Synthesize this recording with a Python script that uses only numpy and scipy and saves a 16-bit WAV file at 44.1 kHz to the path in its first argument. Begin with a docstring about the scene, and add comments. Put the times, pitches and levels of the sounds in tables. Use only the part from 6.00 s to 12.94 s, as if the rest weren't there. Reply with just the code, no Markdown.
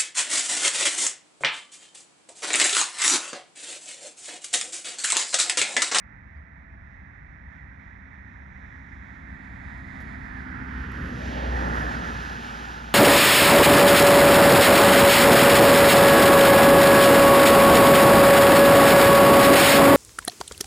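"""A car on a country road beside an open field. Far off, only low rumble, engine drone and the band of
tyre tread song carry over the grass; a distant bird calls once and four soft low bumps sound. The
hand-held camera ticks at 4 and 4.9 s. As the car nears, mid-range roar and tyre hiss fill in, the notch
of the ground reflection climbs and an 85 Hz tone swells briefly. The car passes close by at 5.3 s,
engine pitch falling by Doppler shift, and drives on."""
import sys
import numpy as np
from scipy import signal
from scipy.fft import rfft, irfft, next_fast_len
from scipy.io import wavfile
from scipy.ndimage import map_coordinates

SR = 44100
rng = np.random.default_rng(int(sys.argv[2]) if len(sys.argv) > 2 else 0)


def wav_out(sig):
    """Save sig, one row per channel (or a flat mono array), as 16-bit PCM at SR to the path in sys.argv[1]."""
    wavfile.write(sys.argv[1], SR, np.round(np.clip(np.atleast_2d(sig).T, -1, 1) * 32767).astype(np.int16))


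N = 306054
FRAME, HOP = 2048, 512
TIME_S = np.arange(N) / SR
BINS_HZ = np.maximum(np.arange(FRAME // 2 + 1) * SR / FRAME, 1)
ABREAST_S, SPEED_M_PER_S, NEAREST_M, SOUND_M_PER_S = 5.29, 19, 11.6, 343

# bird call: centre_s, half_length_s, pitch_hz, glide_hz_per_s, peak_db
BIRD_CALL = (.371, .009, 4780, -19000, -81)
# four soft bumps, then an 85 Hz swell as the car draws level: centre_s, half_length_s, pitch_hz, peak_db
LOW_TONES = [(.38, 0.058, 74.8, -42), (1.478, 0.042, 72, -40.5), (2.727, 0.038, 70, -41),
             (3.313, 0.015, 67.86, -36), (5.12, 0.16, 85, -38.5)]
# camera ticks and case knock: start_s, unfiltered_db, decay_s
CAMERA_TICKS = [(4.002, -62, .008), (4.010, -61, .008), (4.022, -66, .01), (4.918, -49.5, 0.0026)]
CAMERA_KNOCKS = [(4.003, -39, 0.019)]

# reach and directivity: base_db, loss_db_per_doubling, rear_db, beam_deg, beam_width_deg, beam_db
FIRING_CARRY = (-38, 5.5, 1.5, 24, 17, 9.5)
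RUMBLE_CARRY = (-58.5, 5.0, -0.2, 38, 18.5, 4.5)
ROAR_CARRY = (-76.5, 4.5, 2.5, 24.5, 44, 14)
TREAD_CARRY = (-69, 5, -2.5, 45, 34.5, 11)
HISS_CARRY = (-83.0, 7.5, 9, -8.5, 54, -6)
# brief swells and dips: centre_s, half_length_s, gain_db
FIRING_SWELLS = [(4.78, .07, 3), (5.25, .08, -1), (5.78, 0.073, 2.5), (6.38, .1, -1), (6.88, .18, 2.5)]
RUMBLE_SWELLS = [(2.55, 0.48, -2), (4.15, .15, 1), (5.05, 0.073, 3.5), (5.95, 0.12, 1.2), (6.7, .25, -2)]
TREAD_SWELLS = [(.08, .15, 1.5), (1.55, 0.063, 1), (2.5, .4, -1.1), (4.1, 0.14, 1), (4.35, 0.058, -0.5),
                (4.56, 0.11, 1.4), (5.72, 0.088, 0.5), (6.4, 0.12, -1.5)]
HISS_SWELLS = [(.92, .08, 3), (1.55, .07, 4.5), (1.85, .08, 3), (2.9, .25, 1.5), (3.95, 0.29, 1.5),
               (5.22, 0.13, 3), (5.564, 0.13, -1.2)]

# drone, the non-integer partial belt-driven: firing_multiple, coming_db, going_db, loss_db_per_doubling
DRONE_PARTIALS = [(2, -53.5, -51, 6), (3, -45.5, -51, 6), (4, -38, -41, 10.5), (4.28, -52, -45.5, 8),
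                  (5, -60, -52, 5.5)]
# far whine on engine order 10: time_s, level_db
ENGINE_WHINE = [(0, -88.5), (.35, -72), (.85, -71.5), (1.2, -86), (1.9, -86), (2.15, -76), (2.4, -88),
                (4, -92)]

# rolling noise spectra: freq_hz, gain_db
RUMBLE_COMING = [(20, -24), (30, -9), (45, 5), (70, 7.5), (100, 0), (160, -3), (210, -6), (260, -11),
                 (330, -18.5), (430, -36.5), (800, -68.5)]
RUMBLE_GOING = [(20, -37), (30, -23), (45, -6), (70, 4.5), (100, -2.5), (160, -1.6), (240, -1.5),
                (330, -10), (430, -14.5), (800, -65.5)]
ROAR_SPECTRUM = [(150, -22), (260, -2), (350, -2), (550, 1), (850, -7.5), (1050, -11), (1400, -16),
                 (2500, -29.5), (5000, -80)]
TREAD_COMING = [(400, -30), (650, -7.5), (850, -6.5), (1100, -8), (1450, -4), (1700, 0.5), (1950, 2),
                (2300, -8.5), (2600, -17.5), (3200, -55.5), (5000, -81)]
TREAD_GOING = [(400, -40), (650, -5.5), (850, 2.5), (1100, -1), (1450, 2.5), (1700, 0.5), (1950, -4.5),
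               (2300, -22), (2600, -16), (3200, -43), (5000, -80)]
HISS_FAR = [(300, -50), (1200, -23), (2200, 0.5), (3000, 1), (3600, 4), (4050, -1.5), (4550, -11.5),
            (5100, -7), (5700, -4.5), (6600, -9.5), (8000, -17.5), (10000, -21.5), (14000, -34)]
HISS_NEARING = [(300, -51), (1200, -25), (2200, 6.5), (2850, 1.5), (3600, 7.5), (4500, -1.5), (5100, -2),
                (5600, -7.5), (7200, -4), (10000, -9), (11500, -32.5), (14000, -28)]
HISS_CLOSE = [(300, -50), (1200, -22), (2200, 4.5), (3000, 4), (3600, 0.5), (4500, -3.5), (5100, -3.5),
              (6000, -5.5), (7200, -11), (9500, -17), (11500, -20.5), (14000, -26.5)]
# moving peaks of tread song, roar and tyre ring: time_s, centre_hz, gain_db
TREAD_NOTE = [(0, 1860, 1), (4.2, 1920, 1.5), (4.5, 1450, 5.5), (4.95, 1440, 2), (5.2, 1610, 0),
              (5.5, 1860, 4.5), (5.75, 1790, 3.5), (6.05, 1680, 0.1), (6.55, 1520, 3), (6.94, 1550, 1.5)]
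ROAR_PEAK = [(3, 650, -1.5), (4.0, 645, 4), (4.5, 695, 1.5), (4.95, 960, -2.5), (5.15, 900, -2),
             (5.33, 670, 1.5), (5.5, 720, 0), (5.75, 1100, 1.5), (6.05, 1010, -2.5), (6.6, 1050, -0.5)]
TYRE_RING = [(0, 910, 1), (4.2, 923, 2.5), (4.9, 890, 2), (5.25, 870, 0.5), (5.48, 870, 5), (5.7, 793, 3),
             (5.95, 830, -3.5), (6.15, 840, -1), (6.4, 860, 3.5), (6.94, 855, 3)]
# hiss bands, most as the wheel sides show: centre_s, half_length_s, centre_hz, width_oct, gain_db
HISS_SWISHES = [(2.55, .55, 4600, .13, -4), (2.75, .45, 5800, .2, 3), (4.5, 0.33, 6600, .25, -3),
                (4.85, 0.18, 2778, 0.37, 5), (5.03, .08, 12100, 0.41, 4.5), (5.8, .06, 11500, .5, 3.2),
                (5.23, 0.11, 5600, .5, 1.5), (5.41, 0.12, 2880, 0.94, 6.5)]

# left-right balance and phase, with a constant phase flip near 1650 Hz:
# freq_hz, left_minus_right_db, left_lead_rad, coherence
STEREO_COMING = [(60, -0.5, -0.53, 1), (130, 0, -0.56, 1), (262, 4.5, -0.56, 0.9), (392, -1.5, -1.1, 0.2),
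                 (483, 0.2, -2, 0.35), (630, -3, -3, 0.63), (780, -7.5, -3, 0.68), (1050, -7, -3, 0.6),
                 (1330, -13.5, -2.5, 0.58), (1640, -18, -2, 0.8), (1720, -17, 0.5, 0.94),
                 (1960, -21.5, 0.3, 0.93), (2250, -14, 0.3, 0.7), (2550, -10, -2, 0.9),
                 (2820, -4.5, 0.5, 0.4), (2920, -3, 1, 0.45), (3240, -2, 0.74, 0.9), (3550, -1, 0, 1),
                 (4500, 0, 0, 1)]
STEREO_ABREAST = [(60, 0.5, 0, 0.99), (260, 0.3, 0, 1), (450, -1, 0.5, 0.75), (650, -3, 2.5, 0.72),
                  (935, -1, 2, 0.57), (1160, -4.5, 1.1, 0.6), (1600, -21, -1.5, 0.62), (1670, -10, 3, 0.9),
                  (1850, -15, 0.5, 0.82), (2060, -10, 3, 0.5), (2250, -4, 1, 0.8), (2600, -6, -0.3, 1),
                  (3000, -3, -0.1, 0.95), (3550, 0, 0, 1)]
STEREO_GOING = [(60, 0.2, 0, 1), (130, 0, 0.34, 0.98), (270, 1.5, 0.72, 0.93), (457, 2.5, 1.5, 0.95),
                (724, 5.5, 2, 1), (1030, -0.5, 2.5, 0.92), (1380, -10, 3.5, 0.93), (1650, -8, 3.5, 0.92),
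                (1705, -10, 1, 0.79), (1950, -12, 1.5, 0.78), (2140, 6, 1.4, 0.91), (2350, 0, 0, 1),
                (2750, -1, 0.57, 0.96), (3600, -0.5, 0, 1)]
# microphone ports in the treble: freq_hz, left_lead_rad, coherence
PORT_PHASE = [(5030, 0, 1), (5900, -0.3, 0.51), (7160, -1, 0.6), (7630, -2.5, 1), (8940, -3.5, 1),
              (9700, -4.5, 0.8), (10900, -6, .95), (12800, -8, 1), (14100, -8, .7)]


def from_db(db):
    return 10 ** (np.asarray(db) / 20)


def bell(offset, width):
    return np.exp(-(offset / width) ** 2)


def band(centre_hz, width_oct):
    """Bell of height 1 over the bins."""
    return bell(np.log2(BINS_HZ[:, None] / centre_hz), width_oct)


def swells_db(rows, time_s):
    return sum(gain_db * bell(time_s - centre_s, half_s) for centre_s, half_s, gain_db in rows)


def ramp(time_s, at_s, over_s):
    """Smooth step from 0 to 1."""
    return .5 + .5 * np.tanh((time_s - at_s) / over_s)


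def mix(first, second, share):
    return (1 - share) * first + share * second


def at_times(rows, time_s):
    """Table columns at the given times."""
    knots_s, *columns = np.transpose(rows)
    return [np.interp(time_s, knots_s, column) for column in columns]


def at_bins(rows):
    """Table columns over the bins, as column vectors."""
    knots_hz, *columns = np.transpose(rows)
    return [np.interp(np.log(BINS_HZ), np.log(knots_hz), column)[:, None] for column in columns]


def spectrum_db(rows):
    return at_bins(rows)[0]


def drift(rate_hz):
    """Smooth random curve, spread about 1."""
    return map_coordinates(rng.standard_normal(1024), [TIME_S * rate_hz], order=3, mode="wrap")


def white_frames():
    """STFT of white noise at 0 dB per Hz."""
    return signal.stft(rng.standard_normal(N) * np.sqrt(SR / 2), nperseg=FRAME, noverlap=FRAME - HOP)[2]


def bird():
    """Far call: one short falling sine."""
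    centre_s, half_s, pitch_hz, glide_hz_per_s, peak_db = BIRD_CALL
    since_s = TIME_S - centre_s
    cycles = since_s * (pitch_hz + glide_hz_per_s * since_s / 2)
    return from_db(peak_db) * bell(since_s, half_s) * np.sin(2 * np.pi * cycles)


def low_tones():
    """Brief low sines that swell and fade."""
    out = np.zeros(N)
    for centre_s, half_s, pitch_hz, peak_db in LOW_TONES:
        envelope = from_db(peak_db) * bell(TIME_S - centre_s, half_s)
        out += envelope * np.sin(2 * np.pi * (pitch_hz * TIME_S + rng.random()))
    return out


def camera_clicks(rows, band_hz):
    """Ticks or knocks of the case: fast-decaying bursts of band noise."""
    envelope = np.zeros(N)
    for start_s, level_db, decay_s in rows:
        envelope += from_db(level_db) * (TIME_S >= start_s) * np.exp(-np.abs(TIME_S - start_s) / decay_s)
    bandpass = signal.butter(2, band_hz, "band", fs=SR, output="sos")
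    return signal.sosfilt(bandpass, envelope * rng.standard_normal(N) + 1e-18)


def car_position(time_s):
    """Straight road: distance over NEAREST_M, and bearing_deg (-90 coming, 0 abreast, 90 gone)."""
    along = (time_s - ABREAST_S) * SPEED_M_PER_S / NEAREST_M
    return np.hypot(1, along), np.degrees(np.arctan(along))


def carried_db(carry, time_s):
    """Level of one part of the car, by distance and by the side facing the camera."""
    base_db, loss_db_per_doubling, rear_db, beam_deg, width_deg, beam_db = carry
    distance, bearing_deg = car_position(time_s)
    facing_db = rear_db * np.sin(np.radians(bearing_deg))
    facing_db += beam_db * bell(bearing_deg - beam_deg, width_deg)
    return base_db - loss_db_per_doubling * np.log2(distance) + facing_db


def doppler(time_s):
    """Pitch factor: above 1 coming, below 1 going."""
    _, bearing_deg = car_position(time_s)
    return 1 / (1 + SPEED_M_PER_S / SOUND_M_PER_S * np.sin(np.radians(bearing_deg)))


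def ground_reflection_db(time_s, far_hz, near_hz, cut_db, lift_db, width_oct):
    """A delayed copy off the grass cancels a band that climbs; a shallow notch follows behind the car."""
    distance, _ = car_position(time_s)
    sink = distance ** -.15
    notch_hz = far_hz * (near_hz / far_hz) ** ramp(time_s, at_s=5.26, over_s=.3) * sink
    strength = distance ** -.55 * (1 - ramp(time_s, at_s=5.35, over_s=.46))
    comb_db = lift_db * band(2 * notch_hz, width_oct) - cut_db * band(notch_hz, width_oct)
    behind_db = -2.5 * ramp(time_s, at_s=5.95, over_s=.15) * band(660 * sink, width_oct=.39)
    return strength * comb_db + behind_db


def stereo_noise(gains, time_s):
    """Noise shaped by STFT gains; left-right balance and phase go from coming through abreast to going."""
    def passing(coming, abreast, going, turn):
        return mix(coming, mix(abreast, going, turn), ramp(time_s, at_s=4.77, over_s=.14))

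    stages = [at_bins(rows) for rows in (STEREO_COMING, STEREO_ABREAST, STEREO_GOING)]
    pans_db, leads_rad, coherences = np.swapaxes(stages, 0, 1)
    cross = passing(*(coherences * np.exp(1j * leads_rad)), turn=ramp(time_s, at_s=5.17, over_s=.11))
    left_ratio = from_db(passing(*pans_db, turn=ramp(time_s, at_s=5.7, over_s=.3)))
    _, port_coherence = at_bins(PORT_PHASE)
    coherence = np.clip(np.abs(cross) * port_coherence, 0, 1)
    mid = np.sqrt(1 + coherence) * white_frames()
    side = np.sqrt(1 - coherence) * white_frames()
    left = left_ratio * (mid + side) * np.exp(1j * np.angle(cross))
    frames = np.array([left, mid - side]) * gains / np.sqrt(1 + left_ratio ** 2)
    return signal.istft(frames, nperseg=FRAME, noverlap=FRAME - HOP)[1][:, :N]


def engine(abreast_hz, sag_hz_per_s, waver_db, port_lag_s):
    """Wavering firing tone, exhaust partials and a thin whine; the rate sags as the driver eases off."""
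    firing_hz = (abreast_hz - sag_hz_per_s * (TIME_S - ABREAST_S)) * doppler(TIME_S)
    firing_db = carried_db(FIRING_CARRY, TIME_S) + swells_db(FIRING_SWELLS, TIME_S)
    passed = ramp(TIME_S, at_s=4.98, over_s=.68)
    lead_s = port_lag_s * (2 * passed - 1) * np.array([[.5], [-.5]])  # right leads coming, left going
    phase_rad = 2 * np.pi * (np.cumsum(firing_hz) / SR + firing_hz * lead_s)
    tones = from_db(firing_db + waver_db * drift(rate_hz=9)) * np.sin(phase_rad + .27 * drift(rate_hz=8))
    body_shadow = (-10, 32, -6)  # bearing_deg, width_deg, gain_db
    for multiple, coming_db, going_db, loss_db_per_doubling in DRONE_PARTIALS:
        reach_db = carried_db((0, loss_db_per_doubling, 0, *body_shadow), TIME_S)
        gain = from_db(reach_db + mix(coming_db, going_db, passed) + waver_db * drift(rate_hz=7))
        tones += gain * np.sin(multiple * phase_rad + rng.uniform(0, 2 * np.pi) + .23 * drift(rate_hz=6.4))
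    whine_db = at_times(ENGINE_WHINE, TIME_S)[0] + [[5], [-3]]  # louder on the left
    whine = from_db(whine_db) * np.sin(10 * phase_rad + .9 * drift(rate_hz=17))
    return np.sqrt(2) * (tones + whine)


def rumble_db(time_s):
    """Low rumble: from afar only its lowest part arrives."""
    passed = ramp(time_s, at_s=3.9, over_s=1.6)
    shape_db = mix(spectrum_db(RUMBLE_COMING), spectrum_db(RUMBLE_GOING), passed)
    return carried_db(RUMBLE_CARRY, time_s) + swells_db(RUMBLE_SWELLS, time_s) + shape_db


def roar_db(time_s):
    """Mid-range roar: the grass swallows it until the car is near."""
    return carried_db(ROAR_CARRY, time_s) + spectrum_db(ROAR_SPECTRUM)


def tread_song_db(time_s):
    """Tread song: sinks in pitch on passing; a narrow note stands out behind the car."""
    passed = ramp(time_s, at_s=5.14, over_s=.87)
    shape_db = mix(spectrum_db(TREAD_COMING), spectrum_db(TREAD_GOING), passed)
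    note_hz, note_db = at_times(TREAD_NOTE, time_s)
    shape_db += note_db * band(note_hz, width_oct=.16)
    shape_db += 2.5 * ramp(time_s, at_s=5.7, over_s=.22) * band(centre_hz=1725, width_oct=.022)
    return carried_db(TREAD_CARRY, time_s) + swells_db(TREAD_SWELLS, time_s) + shape_db


def tyre_hiss_db(time_s):
    """Tyre hiss: brighter as less air lies between, flaring as the car draws level."""
    coming_db = mix(spectrum_db(HISS_FAR), spectrum_db(HISS_NEARING), ramp(time_s, at_s=3.1, over_s=.72))
    shape_db = mix(coming_db, spectrum_db(HISS_CLOSE), ramp(time_s, at_s=4.28, over_s=.32))
    for centre_s, half_s, centre_hz, width_oct, gain_db in HISS_SWISHES:
        shape_db += gain_db * bell(time_s - centre_s, half_s) * band(centre_hz, width_oct)
    return carried_db(HISS_CARRY, time_s) + swells_db(HISS_SWELLS, time_s) + shape_db


def rolling_noise(tread_flutter_db, hiss_flutter_db):
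    """Tyres and body: four noises summed in power; moving air makes the upper two flutter."""
    time_s = np.arange(int(np.ceil(N / HOP)) + 1) * HOP / SR
    air = np.interp(time_s, TIME_S, drift(rate_hz=18))
    rumble = from_db(rumble_db(time_s))
    roar = from_db(roar_db(time_s))
    tread = from_db(tread_song_db(time_s) + tread_flutter_db * air)
    hiss = from_db(tyre_hiss_db(time_s) + hiss_flutter_db * air)
    total = np.sqrt(rumble ** 2 + roar ** 2 + tread ** 2 + hiss ** 2)
    peak_hz, peak_db = at_times(ROAR_PEAK, time_s)
    ring_hz, ring_db = at_times(TYRE_RING, time_s)
    colour_db = peak_db * band(peak_hz, width_oct=.22) + ring_db * band(ring_hz, width_oct=.11)
    ground_db = ground_reflection_db(time_s, far_hz=612, near_hz=2100, cut_db=7.5, lift_db=.8,
                                     width_oct=.29)
    return stereo_noise(total * from_db(ground_db + colour_db), time_s)


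def scene():
    """Car, camera clicks, low tones and a far bird."""
    car = rolling_noise(tread_flutter_db=.55, hiss_flutter_db=.9)
    car += engine(abreast_hz=61.04, sag_hz_per_s=.42, waver_db=1.14, port_lag_s=.00037)
    ticks = camera_clicks(CAMERA_TICKS, band_hz=(3200, 14000))
    knock = camera_clicks(CAMERA_KNOCKS, band_hz=(350, 2000))
    return car + ticks + knock + low_tones() + bird()


def record(dry):
    """Two microphone ports turn out of phase and back in the treble; deep bass and top are cut."""
    knots_hz, lead_rad, _ = np.transpose(PORT_PHASE)
    size = next_fast_len(N + FRAME)
    turn_rad = np.interp(np.fft.rfftfreq(size, 1 / SR), knots_hz, lead_rad)
    left = irfft(rfft(dry[0], size) * np.exp(1j * turn_rad), size)[:N]
    low_cut = signal.butter(4, 31.4, "high", fs=SR, output="sos")
    high_cut = signal.ellip(10, .2, 80, 14100, fs=SR, output="sos")
    return signal.sosfilt(high_cut, signal.sosfilt(low_cut, [left, dry[1]]))


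dry = scene()
out = record(dry)
wav_out(out)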